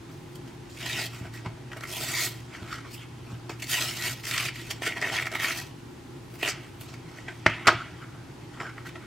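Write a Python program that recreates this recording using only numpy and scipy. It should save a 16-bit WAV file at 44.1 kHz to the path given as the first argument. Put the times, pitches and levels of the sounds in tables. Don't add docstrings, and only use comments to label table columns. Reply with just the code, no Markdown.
import sys
import numpy as np
from scipy import signal
from scipy.fft import rfft, irfft, next_fast_len
from scipy.io import wavfile
from scipy.ndimage import uniform_filter1d, map_coordinates

SR = 44100
rng = np.random.default_rng(int(sys.argv[2]) if len(sys.argv) > 2 else 0)


def to_wav(s):
    ch = np.atleast_2d(s).T
    pcm = np.round(np.clip(ch, -1, 1) * 32767)
    wavfile.write(sys.argv[1], SR, pcm.astype(np.int16))


N = 399546

# pitch_hz, width_hz, gain_db
RIM_MODES = [(1810, 86, -1.5), (1912, 47, 5), (2092, 68, -1), (2190, 43, 1.5), (2335, 42, -5.5)]
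BODY_MODES = [(350, 64, -4.5), (429, 45, -8), (646, 97, -3), (1010, 25, -3.5)]
LID_MODES = [(1092, 47, -4.5), (1334, 85, 3), (1500, 65, 3.5), (1590, 145, -1)]
WALL_MODES = [(2535, 280, -0.5), (2906, 168, 3), (3052, 350, -1.5), (3950, 160, -16.5)]
# peak_s, rise_s, fall_s, rasp_db, fizz_db, body_db, lid_db, wall_db, crispness_db
SWELLS = [(0.096, .02, .03, -51.5, -72, -5, -9, -1, -8), (0.125, 0.046, 0.12, -70, -62, 2, -3, 2, -3),
          (0.358, .015, 0.024, -55, -51, -1, -4, -7, -1), (0.478, 0.039, 0.099, -58, -57.5, -2, 6, 5, -11),
          (1.16, 0.13, 0.13, -44.5, -49.5, -12, -5, -4, -7),
          (1.265, .1, .04, -46.5, -59, -7, -1, -3.5, -11),
          (1.354, 0.032, 0.084, -45, -48, -11, -1, -4.5, -4),
          (1.464, .024, 0.031, -42.5, -50, 8, 5.5, 1, -29), (1.72, .005, 0.088, -52, -58, 1, 5, 4, -11),
          (1.77, .008, 0.062, -45, -53, 3, 2, -7, -6), (1.84, 0.047, 0.1, -44.5, -47, -12, 1, -4, -8),
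          (2.562, .08, 0.059, -42, -49.5, -7, -1, -4.5, -19),
          (2.631, 0.016, 0.016, -44, -56, -4, 0.5, -2, -12),
          (2.736, 0.15, 0.12, -39, -45, -18, 2.5, -5.5, -16),
          (2.854, 0.024, 0.049, -40.5, -60, -11, -3, -9, -19),
          (2.948, 0.083, 0.042, -57, -48, -3, -5, 8, 1),
          (3.034, 0.24, 0.028, -51.5, -55, -10, -4, 5.5, -13),
          (3.318, 0.25, 0.25, -60.5, -63, 3, 4, 4, -10), (3.495, .004, 0.064, -42.5, -45.5, 8.5, 5, 0, -16),
          (3.6, .01, .04, -46, -51, -13, -11, 0, -3), (3.624, .005, .04, -38, -34.5, -9, -9, -1, -10),
          (4.57, 0.059, 0.31, -44.5, -45.5, -15, -7, 2, -10),
          (4.712, 0.021, 0.025, -34.5, -33.5, -4.5, -7, 1.5, -9),
          (6.356, 0.059, 0.038, -50.5, -53.5, -1, -3, 0, -2), (6.812, 0.017, 0.11, -60, -51, 2, 6, 8, 4),
          (6.89, .03, 0.065, -55, -52, 2, 1, 1, -14), (6.94, 0.026, 0.041, -51, -51, -2, 1, -1, -15),
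          (7.18, 0.21, 0.15, -49, -55, -5, -6, -4, -13), (7.287, 0.021, 0.066, -39, -51, -2, -2, -2.5, -27),
          (7.36, .1, 0.38, -61, -61, -8, -8, -9, -9), (7.5, 0.027, 0.028, -46, -56.5, -1, 2, 11, -20),
          (7.56, 0.12, 0.42, -41.5, -66, -8, -6, -1, -27), (7.64, .3, 0.025, -51, -66, -16, -1, -4.5, -11),
          (7.66, .012, .03, -33, -58, -5, 2, -3, -8), (7.73, .02, 0.046, -47, -52, 16, 8, -4, -13),
          (7.76, .04, 0.28, -47, -54.5, 2, 7, 4, -32), (8.034, 0.083, 0.04, -48, -63, -7, 6, -4, -12),
          (8.148, 0.051, 0.13, -59, -73, 1, 6, -3, -12), (8.304, .15, .2, -65, -76, 4, 10, -3, -10),
          (8.402, .04, .17, -62, -73, 6, -5, 3, -14), (8.55, 0.068, 0.17, -49, -59, -13, 2.5, -6, -16),
          (8.602, 0.0044, 0.096, -39, -47, -1.5, .5, -4, -19), (8.67, .04, .04, -46.5, -56, -2, 8, -3, -19),
          (8.697, .02, .03, -46, -57.5, -16, 9, -5, -21), (8.778, 0.024, 0.076, -50, -64, -9, 1, -6, -10),
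          (8.871, 0.025, 0.042, -34, -45.5, -13, -1, -10.5, -6),
          (8.958, 0.014, .04, -46.5, -54, 2, -3, 2, -28), (9.03, 0.18, .3, -54, -70, -9, 0, -5, -10)]


def amp(db):
    return 10 ** (np.asarray(db) / 20)


def unit_rms(x):
    return x / np.sqrt(np.mean(x ** 2) + 1e-20)


def along(points, hz):
    knots_hz, values = np.transpose(points)
    return np.interp(np.log(hz + 1), np.log(knots_hz + 1), values)


def curves(rows):
    time_s, *columns = np.transpose(rows)
    return [np.interp(np.arange(N) / SR, time_s, column) for column in columns]


def wobble(rate):
    return map_coordinates(rng.standard_normal(int(N * rate / SR) + 4), [np.arange(N) * rate / SR])


def filtered(x, response):
    size = next_fast_len(x.shape[-1] + min(x.shape[-1], SR // 2))
    return irfft(rfft(x, size) * response(np.fft.rfftfreq(size, 1 / SR)), size)[..., :x.shape[-1]]


def modes(table):
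    return lambda hz: sum(
        (-1) ** (k * (pitch > 800)) * amp(db) * 1j * hz * width / (pitch ** 2 - hz ** 2 + 1j * hz * width)
        for k, (pitch, width, db) in enumerate(table))


def stereo(pair, likeness):
    angle = lambda hz: np.arccos(np.clip(along(likeness, hz), -1, 1)) / 2
    mid, side = filtered(pair, lambda hz: np.array([np.cos(angle(hz)), np.sin(angle(hz))]))
    return np.array([mid + side, mid - side])


def kitchen_fan():
    hum_levels = [(0.0, -50), (0.33, -48), (1.06, -41), (2.24, -43.5), (2.65, -47.5), (2.85, -42.5),
                  (4.72, -43.5), (5.02, -45), (5.2, -42.5), (5.57, -56), (5.78, -50), (6.58, -49),
                  (6.9, -49.5), (7.67, -42), (8.05, -47.5), (8.73, -46.5), (9.06, -46)]
    room_modes = [(134, 13.4, 5), (156.6, 18.4, -4.5), (248, 81, -5.5), (348.4, 16.7, 2), (798, 39, -10.5)]
    air_spectrum = [(12, -51), (20, -18), (88, -1.5), (119, 1), (162, -0.5), (192, -7), (345, -1),
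                    (397, -32), (432, -49), (675, -19), (821, -15), (2970, -23), (3320, -23.5), (6300, -29),
                    (15800, -36.5)]
    air_likeness = [(60, 1), (130, 0.96), (290, 0.75), (640, 0.12), (1410, 0.51), (3100, 0.35),
                    (6820, 0.46), (15000, -0.89)]
    hum_db, = curves(hum_levels)
    hum_hz = 119.5 + 1.31 * wobble(5.6)
    hum = amp(hum_db + 0.83 * wobble(6)) * np.sin(2 * np.pi * np.cumsum(hum_hz) / SR)
    noise = rng.standard_normal((2, 2, N))
    drone = unit_rms(filtered(noise[0], lambda hz: modes(room_modes)(hz) * (hz < 1100)))
    air = unit_rms(filtered(noise[1], lambda hz: amp(along(air_spectrum, hz))))
    return hum + stereo(amp(-48.5 + wobble(5)) * drone + amp(-46.5) * air, air_likeness)


def rasp_and_fizz_levels():
    pulls = [
        [(0.69, -59, -76), (0.7, -67, -51), (0.726, -65, -59), (0.812, -39.5, -45), (0.834, -40.5, -47),
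         (0.864, -34, -41), (0.89, -40.5, -39.5), (1.0, -35.5, -37.5), (1.06, -36.5, -36), (1.092, -59, -61)],
        [(1.87, -50, -50), (1.928, -42, -38.5), (1.95, -44, -41.5), (2.168, -34.5, -34.5), (2.186, -28.5, -30),
         (2.248, -32, -29.5), (2.256, -41, -31), (2.274, -33.5, -35), (2.29, -55, -47), (2.4, -55, -60),
         (2.466, -66, -63)],
        [(3.664, -66, -54), (3.69, -35.5, -35), (3.74, -26, -31.5), (3.77, -36, -36), (3.82, -35.5, -32.5),
         (3.958, -46.5, -43), (4.062, -34.5, -36.5), (4.13, -41, -39), (4.15, -54, -54), (4.2, -51, -54),
         (4.22, -60, -58)],
        [(4.22, -58, -62), (4.244, -39.5, -42), (4.376, -34, -35.5), (4.468, -38, -36.5), (4.494, -41, -45),
         (4.522, -55, -66)],
        [(4.79, -78, -83), (4.815, -48, -62), (4.822, -35, -44), (4.865, -26.5, -33.5), (4.9, -32.5, -46),
         (4.958, -50, -56), (4.97, -33, -46), (5.0, -42, -59)],
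        [(5.0, -52, -55), (5.026, -31.5, -45), (5.046, -30, -44.5), (5.072, -33, -37.5), (5.086, -34.5, -46),
         (5.15, -30, -36), (5.178, -32.5, -45.5), (5.228, -34, -41.5), (5.244, -43, -54), (5.27, -35, -41),
         (5.3, -50, -72)],
        [(5.3, -53, -64), (5.324, -33.5, -49), (5.356, -29.5, -45), (5.382, -38, -50.5), (5.44, -28.5, -34),
         (5.52, -34.5, -40.5), (5.544, -42.5, -47.5), (5.58, -41.5, -39), (5.718, -62, -68)],
        [(6.38, -60, -60), (6.426, -44, -50), (6.43, -30, -42.5), (6.466, -32, -40), (6.48, -27, -33),
         (6.51, -38, -34), (6.538, -46, -57), (6.7, -64, -66)],
    ]
    t = np.arange(0, N / SR + .001, .001)
    power = amp([[-68.5], [-70.5]]) ** 2 * np.ones(len(t))
    for pull in pulls:
        time_s, *levels = np.transpose(pull)
        power += [amp(np.interp(t, time_s, db, left=-200, right=-200)) ** 2 for db in levels]
    for peak_s, rise_s, fall_s, rasp_db, fizz_db, *_ in SWELLS:
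        drop_db = 20 * np.maximum((peak_s - t) / rise_s, (t - peak_s) / fall_s)
        power += amp([rasp_db - drop_db, fizz_db - drop_db]) ** 2
    return curves(np.column_stack([t, *10 * np.log10(power)]))


def grip():
    # time_s, body_db, lid_db, wall_db, crispness_db
    pull_balance = [(0.82, -11, -7, -1, -9), (0.92, -7.5, -12, 5, -11), (1.0, -7, -8.5, 3, -10),
                    (1.06, -7.5, -8, -0.5, -6.5), (1.95, 0, -9.5, 4.5, -2), (2.1, -6.5, -4.5, -3, -6),
                    (2.2, -12, -10.5, -4, -4), (2.29, -4.5, -5, 5, -1), (3.72, -19, -13, -0.5, -2.5),
                    (3.83, -3, -1.5, 6.5, -7.5), (4.0, -10, -5, 1.5, -6.5), (4.27, -15, -8, -2, -5),
                    (4.4, -11, 1, 3.5, -9), (4.5, -11, -5, 3, -9), (4.85, -11.5, -8.5, -3.5, -10.5),
                    (5.08, -4, -8, -8, -11.5), (5.2, -12, -8, -3, -9), (5.33, -5.5, -7, -9, -8),
                    (5.42, -15, -8, -3.5, -6), (5.55, -5.5, -2, 1.5, -6), (6.44, -4.5, -5, 2.5, -5),
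                    (6.52, -9, -1, -4, -18)]
    swell_balance = [(row[0], *row[5:]) for row in SWELLS]
    return curves(sorted(list(pull_balance) + swell_balance))


def fibres(clump_db, patchy_db):
    push = rng.standard_normal((2, N)) * amp(clump_db * (wobble(260) + 0.47 * wobble(70)))
    spectra = signal.stft(push, nperseg=256)[2]
    patches = uniform_filter1d(rng.standard_normal(spectra.shape[1:]), size=2, axis=0)
    patches = uniform_filter1d(patches, size=14, axis=1)
    return signal.istft(spectra * amp(patchy_db * unit_rms(patches)), nperseg=256)[1][:, :N]


def paper(hz):
    fizz_spectrum = [(1880, -70), (3200, -3.5), (4210, 1), (4500, -1.5), (5150, -0.5), (5960, -4),
                     (7850, -2), (9150, -8), (11600, -11), (13500, -9.5), (15800, -16.5)]
    strip_modes = [(4660, 110, 8), (5306, 57, 10), (6040, 810, 1.5), (7400, 100, -5), (13400, 560, -6)]
    return amp(along(fizz_spectrum, hz)) * (1 + 0.42 * np.abs(modes(strip_modes)(hz)))


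def tearing_and_rasping():
    rasp_db, fizz_db = rasp_and_fizz_levels()
    body_db, lid_db, wall_db, _ = grip()
    push = fibres(clump_db=2.0, patchy_db=3.5)
    parts = [(RIM_MODES, -3.5), (BODY_MODES, body_db),
             (LID_MODES, lid_db - 2.0), (WALL_MODES, wall_db - 2.5)]
    rasp = sum(amp(db) * unit_rms(filtered(push, modes(part))) for part, db in parts)
    fizz = unit_rms(filtered(push, paper))
    return amp(rasp_db) * rasp + amp(fizz_db + 0.5) * fizz


def crisped(x):
    treble = filtered(x, lambda hz: 1 / (1 + (9500 / (hz + 1)) ** 8))
    crispness_db = grip()[-1]
    return x + (amp(crispness_db + 11.5) - 1) * treble


def contacts(table, blow_s, ring_s, crackle_s, soft_hz, gain_db):
    out, t = np.zeros((2, N + SR)), np.arange(SR // 16) / SR
    starts_s, rim_db, body_db, lid_db, wall_db, crackle_db = np.transpose(table)[:, :, None, None]
    noise = rng.standard_normal((len(table), 2, 2, len(t)))
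    unit_peak = lambda x: x / np.abs(x[:, :1]).max(axis=-1, keepdims=True)
    soft = lambda hz: 1 / (1 + 1j * hz / soft_hz) ** 2
    fade = lambda length_s: amp(-60 * t / length_s)
    blow = (noise[:, 0] + 3.1 * (t == 0)) * fade(blow_s)
    ring = lambda part: unit_peak(filtered(blow, lambda hz: modes(part)(hz) * soft(hz)) * fade(ring_s))
    parts = [(RIM_MODES, 0), (BODY_MODES, body_db), (LID_MODES, lid_db), (WALL_MODES, wall_db)]
    box = sum(amp(db) * ring(part) for part, db in parts)
    fizz = filtered(noise[:, 1], lambda hz: paper(hz) * np.abs(soft(hz / 2)))
    crackle = amp(crackle_db) * unit_peak(fizz * fade(crackle_s))
    for start_s, hit in zip(starts_s.ravel(), amp(rim_db + gain_db) * (box + crackle)):
        out[:, round(start_s * SR):][:, :len(t)] += hit
    return out[:, :N]


def paper_snaps():
    snaps = [(0.7084, -57, 8, 5), (1.2184, -42, -4, -9), (1.3374, -44, -4, 5), (1.4606, -36, 6, -10),
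             (1.7164, -36.5, -7, -10), (1.731, -35, -6, -4), (1.7644, -39, 5, -11), (1.8083, -38, 2, 6),
             (1.8352, -29, -11, -13), (1.8522, -33, -9, -9), (2.5486, -32.5, -4, -15),
             (2.7264, -29, -14, -11), (2.9512, -47, -1, 0), (3.495, -35.5, 11, -2), (3.6212, -32.5, -17, 2),
             (3.6696, -37, -15, 4), (4.0228, -31, -8, 9), (4.2373, -32, -18, -8), (4.2677, -27.5, -19, -2),
             (4.3111, -22.5, -22, 3), (4.3434, -24, -16, -6), (4.3784, -21, -16, 6), (4.3989, -24, -18, -9),
             (4.4857, -22.5, -17, -11), (4.558, -31.5, -11, -8), (4.7077, -34, -12, 7),
             (4.8204, -27, 4, -3), (4.9217, -22, -22, -22), (4.9691, -27, -18, -19),
             (5.0144, -26, -21, 0.5), (5.023, -16, -15, -13), (5.0274, -22, -7, -8),
             (5.0709, -24.5, -19, -16), (5.0978, -23, -6, -16), (5.1372, -24.5, -12, -16),
             (5.1856, -16, -28, -20), (5.1964, -19, -19, -14), (5.2235, -21, -17, -19),
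             (5.2555, -25, -9, -10), (5.2694, -20, -9, -14), (5.3168, -30, -6, -2), (5.3507, -17, -25, -16),
             (5.3981, -23, -17, -6), (5.4445, -16, -13, -19), (5.4544, -27, -20, -11),
             (5.5064, -19, -18, -14), (6.3535, -43, -8, -6), (6.4128, -35, -8, -3), (6.4293, -23, -3, -9),
             (6.4424, -29, -6, -11), (6.4604, -24, -10, -7), (6.4777, -18, -12, -11), (6.8114, -52, -6, -2),
             (6.8339, -48, 0, 0), (6.8907, -47, -1, -2), (6.9396, -39, -11, 1), (7.1851, -36, -2, -11),
             (7.2823, -30.5, -10, -20), (8.0232, -45, -5, -17), (8.6009, -27.5, -20, -19),
             (8.6104, -29.5, -1, -12), (8.6652, -36, -11, -16), (8.7794, -31.5, -5, -23),
             (8.8548, -36, -14, -16), (8.9555, -38, -5, -16)]
    start_s, rim_db, body_db, crackle_db = np.transpose(snaps)
    _, lid_db, wall_db, _ = (curve[np.round(start_s * SR).astype(int)] for curve in grip())
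    table = np.transpose([start_s, rim_db, body_db, lid_db - 2.5, wall_db - 2.5, crackle_db])
    return contacts(table, blow_s=0.0071, ring_s=0.035, crackle_s=0.029, soft_hz=5060, gain_db=-1.0)


def counter_booms():
    thuds = [(1.212, -29), (1.258, -32), (1.464, -26), (2.622, -29), (3.329, -29), (7.4646, -18),
             (7.51, -35), (7.676, -22), (7.748, -28.5)]
    counter_modes = [(78, 16, -9.5), (112, 19.5, 2.5), (161.4, 21, -2), (230, 17, -7)]
    impulse = np.arange(SR // 2) == 0
    bass_band = lambda hz: (1j * hz / (70 + 1j * hz) / (1 + 1j * hz / 160)) ** 2
    boom = filtered(impulse, lambda hz: modes(counter_modes)(hz) * bass_band(hz))
    blows = np.zeros(N)
    for start_s, peak_db in thuds:
        blows[round(start_s * SR)] = amp(peak_db)
    return signal.fftconvolve(blows, boom / np.abs(boom).max())[:N]


def box_landing():
    # start_s, rim_db, then relative to the rim body_db, lid_db, wall_db, crackle_db
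    bounces = [(7.4622, -6.5, -4, -4, -13, -16.5), (7.4655, -15, 3.5, -8, 4, -16),
               (7.67, -12, -7, -1, -11, -5), (7.675, -13.5, -6, -1, 4.5, 0.5),
               (7.6821, -15, 4, 8, 0.5, -26), (7.6889, -18.5, 5, 11, 4, -20), (7.6944, -24, 8, 7, -6, -16),
               (7.703, -26, 6, -6, 0, -14)]
    return contacts(bounces, blow_s=0.003, ring_s=0.062, crackle_s=0.059, soft_hz=2470, gain_db=2.0)


def kitchen_reverb(x):
    decay_times = [(150, 0.11), (1000, 0.21), (3000, 0.41), (8000, 0.12), (15000, 0.11)]
    hz, t, spectra = signal.stft(rng.standard_normal((2, SR // 2)), SR, nperseg=256)
    tail = signal.istft(spectra * amp(-60 * t / along(decay_times, hz)[:, None]), SR, nperseg=256)[1]
    return signal.fftconvolve(np.pad(x, (300, 0))[None], tail / np.linalg.norm(tail[0]), axes=1)[:, :N]


def scene():
    box_likeness = [(60, 0.95), (150, 1), (380, 1), (950, 1), (2380, 0.99), (5980, 0.63), (15000, 0.033)]
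    handling = tearing_and_rasping() + paper_snaps()
    landing = box_landing()
    reverb = kitchen_reverb(amp(-13.5) * handling[0] + amp(-12.5) * landing[0])
    box = stereo(crisped(handling + landing + reverb), box_likeness) * amp([[-.3], [.3]])
    return box + counter_booms() + kitchen_fan()


def record(dry):
    ceiling, top_hz = 0.97, 15870
    rounded = dry / (1 + np.abs(dry / ceiling) ** 6) ** (1 / 6)
    return filtered(rounded, lambda hz: hz < top_hz)


dry = scene()
out = record(dry)
to_wav(out)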